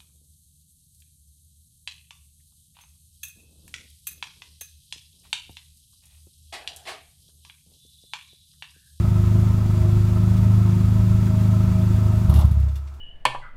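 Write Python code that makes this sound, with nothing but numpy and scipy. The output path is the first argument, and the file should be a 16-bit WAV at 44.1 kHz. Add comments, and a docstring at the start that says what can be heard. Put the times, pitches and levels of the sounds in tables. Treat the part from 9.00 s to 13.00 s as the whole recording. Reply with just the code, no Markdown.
"""The sports exhaust of a four-cylinder car drones and throbs close by as it idles over concrete.
Each firing sends a pressure wave down the pipe and a puff of gas that makes the silencer ring.
The engine hisses, and its valves tick faintly. Then the ignition is cut: the engine gulps air
a few times, loose metal rattles, and the pipe hums out into a quiet yard."""
import sys
import numpy as np
from scipy import signal
from scipy.fft import rfft, irfft
from scipy.io import wavfile

SR = 44100
rng = np.random.default_rng(int(sys.argv[2]) if len(sys.argv) > 2 else 0)


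def persist_wave(psi):
    """Save psi, clipped to +-1, as 16-bit WAV."""
    counts = np.round(np.clip(psi, -1, 1) * 32767).astype(np.int16)
    wavfile.write(sys.argv[1], SR, np.atleast_2d(counts).T)


N = 176400
TIME = np.arange(N) / SR
FREQS = np.maximum(np.fft.rfftfreq(N, 1 / SR), 1)
FIRST_FIRING_S, IGNITION_OFF_S, CUT_S = .0072, 3.282, 0.019

# how often the engine fires: time_s, rate_hz
FIRING_RATE = [(0.0, 26.12), (0.25, 25.75), (0.45, 26.33), (0.75, 25.7), (0.9, 25.8), (1.15, 26.06),
               (1.55, 26.5), (1.8, 26.11), (2.2, 26.52), (2.5, 26.38), (2.8, 26.31), (3.05, 25.94),
               (3.28, 26.6)]
# notes of the air in the exhaust pipe: pitch_hz, relative_db, full_ring_s (time to fall 60 dB)
PIPE_NOTES = [(35, -43, .3), (70.3, 1.5, 1), (101.3, -3, 0.58), (132.7, -8.5, 0.61), (166.6, -17, 0.332),
              (181.8, -19, 0.65), (224, -26, 0.33), (289, -36.5, 0.33)]


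def from_db(db):
    """Turn decibels into a number to multiply by."""
    return 10 ** (np.asarray(db) / 20)


def rms_one(x):
    """Scale a signal so that its average strength (rms) is 1."""
    return x / np.sqrt(np.mean(x ** 2) + 1e-20)


def in_time(rows):
    """Join (time_s, value) points with straight lines."""
    return np.interp(TIME, *np.transpose(rows))


def white():
    """Fresh white noise."""
    return rng.standard_normal(N)


def noise(colour):
    """Noise of strength 1, shaped by (pitch_hz, relative_db) points and falling steeply beyond them."""
    hz, db = np.transpose(colour)
    edges = np.minimum(FREQS / hz[0], 1) ** 4 * np.minimum(hz[-1] / FREQS, 1) ** 4
    gain = from_db(np.interp(np.log(FREQS), np.log(hz), db))
    return rms_one(irfft(rfft(white()) * edges * gain, N))


def drift(rate_hz):
    """A random wobble of strength 1, mostly slower than the given rate."""
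    return rms_one(irfft(rfft(white()) / (1 + (FREQS / rate_hz) ** 2) ** 2, N))


def resonate(x, hz, width_hz):
    """Make a signal ring around one pitch, at strength 1."""
    return rms_one(irfft(rfft(x) / (1 + 1j * (FREQS ** 2 - hz ** 2) / (FREQS * width_hz)) ** 2, N))


def fade(end_s, length_s):
    """Slide smoothly from 1 to 0 around the given time."""
    return .5 - .5 * np.tanh((TIME - end_s) / length_s)


def yard():
    """Quiet outdoor noise with a thin, steady ring in it."""
    # colour of the background: pitch_hz, relative_db
    colour = [(250, -31), (350, -4), (520, -15), (650, -4.5), (1320, -3), (1950, -17.5), (2400, -13),
              (3000, -21.5), (7000, -22), (15000, -34)]
    return from_db(-58.5) * noise(colour) + from_db(-63.5) * resonate(white(), hz=1321.5, width_hz=38)


def engine_bay(firings):
    """Valves tick twice per firing, and a small pump rubs the same way on every turn."""
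    # ring of the valve gear: pitch_hz, width_hz
    valve_rings = [(3400, 380), (4700, 230), (7300, 560)]
    # colour of the pump's buzz: pitch_hz, relative_db
    pump_colour = [(3000, -8), (3500, 1), (5500, -7), (7300, 2), (8200, -5), (12500, -7)]
    tick_decay, pump_hz = 3.7, 93.7
    ticks = np.exp(-tick_decay * (2 * firings % 1)) * from_db(4.1 * drift(46)) * white()
    valves = from_db(-62.5) * rms_one(sum(resonate(ticks, hz, width) for hz, width in valve_rings))
    pump = from_db(-59) * noise(pump_colour)[np.arange(N) % round(SR / pump_hz)]
    return (valves + pump) * fade(IGNITION_OFF_S, CUT_S)


def hiss():
    """The engine's smooth, bright hiss sinks as it runs down."""
    # colour of the hiss: pitch_hz, relative_db
    colour = [(880, -17), (1500, 0.5), (1640, -3.5), (2740, -5), (3080, -9), (3430, -6), (4260, -10.5),
              (4610, -9.5), (5510, -10.5), (7260, -12), (9650, -16), (14900, -15), (15800, -20.5)]
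    # loudness of the hiss: time_s, relative_db
    loudness = [(0, -0.5), (3.2, 0), (3.42, -5.5), (3.52, -7), (3.7, -10), (3.82, -17.5), (4, -24)]
    flicker_db = 0.72 * drift(42)
    return from_db(-47 + in_time(loudness) + flicker_db) * noise(colour)


def rattles():
    """The stalling engine shakes loose metal into brief, gritty rattles."""
    # rings of the metal: pitch_hz, width_hz, relative_db
    metal = [(1950, 1000, -2.5), (2807, 57, -3), (3600, 420, -4), (4800, 3500, -1), (7660, 2100, -7.5)]
    # colour of the high sizzle: pitch_hz, relative_db
    sizzle_colour = [(5000, -31), (8000, -9), (10000, 2), (12500, 1.5), (15500, -8)]
    # each rattle: start_s, body_db, sizzle_db, decay_s
    shakes = [(3.296, -51, -42.5, 0.023), (3.339, -40, -41, 0.022), (3.36, -44.5, -51, .025),
              (3.389, -51, -43.5, 0.02), (3.411, -44, -57, .015), (3.447, -52, -51, .022),
              (3.512, -50.5, -51.5, 0.018), (3.599, -52, -57, 0.016), (3.625, -56, -75, .015),
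              (3.685, -53.5, -67, .02), (3.756, -47, -53, .02), (3.873, -53, -89, 0.017),
              (3.939, -61, -65.5, 0.017)]
    body = rms_one(sum(from_db(db) * resonate(white(), hz, width) for hz, width, db in metal))
    sizzle = noise(sizzle_colour)
    out = 0
    for start_s, body_db, sizzle_db, decay_s in shakes:
        shape = (TIME >= start_s) * np.exp(-np.clip((TIME - start_s) / decay_s, 0, 20))
        out += shape * (from_db(body_db) * body + from_db(sizzle_db) * sizzle)
    return out * from_db(0.9 * drift(300))


def air_rushes():
    """Air rushes through the pipe in short, ragged bursts as the engine stalls."""
    # colour of the rushing air: pitch_hz, relative_db
    colour = [(240, -39), (400, -13), (489, -35), (547, 0.5), (749, -1), (915, 0.5), (1240, -4),
              (1590, -21), (1850, -20), (2590, -47), (2790, -21), (3200, -15), (8000, -32), (10400, -55),
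              (17600, -120)]
    # each burst: start_s, relative_db
    bursts = [(3.298, 2.5), (3.345, -2.5), (3.389, 1.5)]
    rise_s, fall_s = 0.0018, 0.052
    shape = 0
    for start_s, db in bursts:
        rise = 1 - fade(start_s, rise_s)
        shape += from_db(db) * rise * np.exp(-np.maximum(TIME - start_s, 0) / fall_s)
    return shape * from_db(-38 + 1.3 * drift(70)) * noise(colour)


def gulps():
    """Strokes without fire suck and push at the pipe, which rings longer once the valves rest."""
    # each stroke: start_s, level_db, ring_share (of the full ring time), direction (1 out, -1 in)
    strokes = [(3.301, -9, 0.24, -1), (3.363, -12, 0.161, 1), (3.39, -11.5, 0.23, 1), (3.451, -9, 0.27, -1),
               (3.518, -13.5, 0.39, -1), (3.575, -16.5, 1.0, -1), (3.611, -32, 0.25, 1), (3.640, -26, 1, 1)]
    rise_s = 0.012
    out = np.zeros(N)
    for start_s, db, ring_share, direction in strokes:
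        active = TIME > start_s - rise_s * 10
        age_s = TIME[active] - start_s
        rise = .5 + .5 * np.tanh(age_s / rise_s + 1)
        for hz, note_db, ring_s in PIPE_NOTES:
            fall = from_db(db + note_db - 60 * age_s / (ring_s * ring_share))
            out[active] += direction * rise * fall * np.cos(2 * np.pi * hz * age_s)
    return out


def silencer_hum():
    """The silencer holds one wavering note until the engine stalls."""
    # loudness of the hum: time_s, level_db
    loudness = [(0, -41), (.2, -39.5), (1.15, -39), (1.45, -46), (1.75, -42), (2.1, -42), (2.7, -43.5),
                (2.95, -42), (3.3, -41)]
    pitch_hz, wander_rad, flutter_db = 350.3, .4, 1.5
    tone = np.sqrt(2) * np.sin(2 * np.pi * pitch_hz * TIME + wander_rad * drift(11))
    return tone * from_db(in_time(loudness) + flutter_db * drift(4.7)) * fade(3.4, .04)


def gas_puffs(firings):
    """Gas leaves in one swirling puff per firing and rings the silencer, over a low rumble."""
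    # rings of the silencer: pitch_hz, width_hz, level_db
    silencer = [(350, 30, -50), (635, 17, -47), (705, 22, -56), (920, 45, -53), (1030, 45, -55),
                (1265, 30, -54), (1330, 45, -53)]
    # rise and fall of the 635 Hz ring, before it is centred and scaled down: time_s, level_db
    ring_curve = [(0.0, -50), (0.13, -50), (1.82, -54), (1.88, -75), (1.99, -45), (2.85, -29.5),
                  (2.87, -51), (3.23, -43.5), (3.27, -46.5)]
    # colour of the puffs: pitch_hz, relative_db
    puff_colour = [(150, -35), (250, -14), (311, -22.5), (350, -6), (383, -7.5), (513, -13), (627, -11.5),
                   (752, -14), (1300, -12.5), (1460, -27.5), (2200, -30), (2860, -78), (4840, -120)]
    # colour of the rumble: pitch_hz, relative_db
    rumble_colour = [(20, -5), (32, 1), (43, -9), (60, -2), (75, 0), (125, -5), (168, -19), (205, -11),
                     (240, -12), (275, -20), (320, -22), (500, -40)]
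    # strength of the gas flow: time_s, relative_db
    flow = [(0, 0), (3.28, 0.5), (3.42, 0.5), (3.49, -7), (3.68, -9.5), (3.8, -22), (4, -22)]
    swing_db, lag_s = 3.5, 0.0029
    throb_db = swing_db * np.cos(2 * np.pi * (firings - lag_s * in_time(FIRING_RATE)))
    throb = from_db(throb_db + drift(36))  # puffs vary by about 1 dB
    rings = [from_db(db) * resonate(throb * white(), hz, width) for hz, width, db in silencer]
    ring_db = in_time(ring_curve)
    rings[1] *= from_db(0.27 * (ring_db - ring_db.mean()))
    puffs = from_db(-44.5) * rms_one(throb * noise(puff_colour))
    rumble = from_db(-31) * noise(rumble_colour)
    return from_db(in_time(flow)) * (sum(rings) + puffs + rumble)


def pipe_boom(firings):
    """Each firing is a bit stronger or weaker than the rest and sets the pipe booming."""
    soften_hz, ring_share = 105, .2
    new_firing = np.diff(np.floor(firings), prepend=np.floor(firings[0]))
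    lowpass = signal.butter(2, soften_hz, fs=SR, output="sos")
    knocks = signal.sosfilt(lowpass, new_firing * white() + 1e-18)
    out = 0
    for hz, db, ring_s in PIPE_NOTES:
        decay = from_db(-60 / (ring_s * ring_share * SR))  # what is left after one sample
        feedback = [1, -2 * decay * np.cos(2 * np.pi * hz / SR), decay * decay]
        out += from_db(db) * signal.lfilter([1, 0, -1], feedback, knocks)
    return from_db(-30) * rms_one(out)


def exhaust_drone(firings):
    """The pressure waves of the firings blend into a low drone of evenly spaced tones."""
    # tones of the drone: multiple (of the firing rate), relative_db
    tones = [(1, -22), (2, -18), (3, -10), (4, 0), (5, -14), (6, -15), (7, -8), (8, -24), (9, -20),
             (10, -38), (11, -36), (12, -36)]
    # rise and fall of the seventh tone: time_s, relative_db
    seventh = [(0, -3), (.8, -4.5), (1.15, -1), (1.5, 1.5), (1.9, -0.5), (2.8, 1.6), (3.05, -5), (3.28, 1)]
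    out = 0
    for multiple, db in tones:
        flutter_db = 1.07 * drift(3)
        swell_db = in_time(seventh) if multiple == 7 else 0
        # low tones lag a little; those above the pipe's upper resonance come late
        shift_rad = 1.1 * np.log(multiple / 4.95) - 1.8 * (multiple > 7.5)
        out += from_db(db + flutter_db + swell_db) * np.cos(2 * np.pi * multiple * firings + shift_rad)
    return from_db(-16) * rms_one(out)


def scene():
    """The car idles and then stalls in the quiet yard, in one channel."""
    rate_hz = in_time(FIRING_RATE)
    firings = np.cumsum(rate_hz) / SR - FIRST_FIRING_S * rate_hz[0]  # counts up by 1 per firing
    idle = (exhaust_drone(firings) + pipe_boom(firings)) * fade(IGNITION_OFF_S, CUT_S)
    background = yard()
    running = silencer_hum() + engine_bay(firings) + gas_puffs(firings) + hiss()
    stall = gulps() + air_rushes() + rattles()
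    return (background + idle + running + stall)[None]


def record(dry):
    """Cut the highest treble steeply, above 15900 Hz."""
    return signal.sosfilt(signal.ellip(12, .1, 90, 15900, fs=SR, output="sos"), dry)


dry = scene()
out = record(dry)
persist_wave(out)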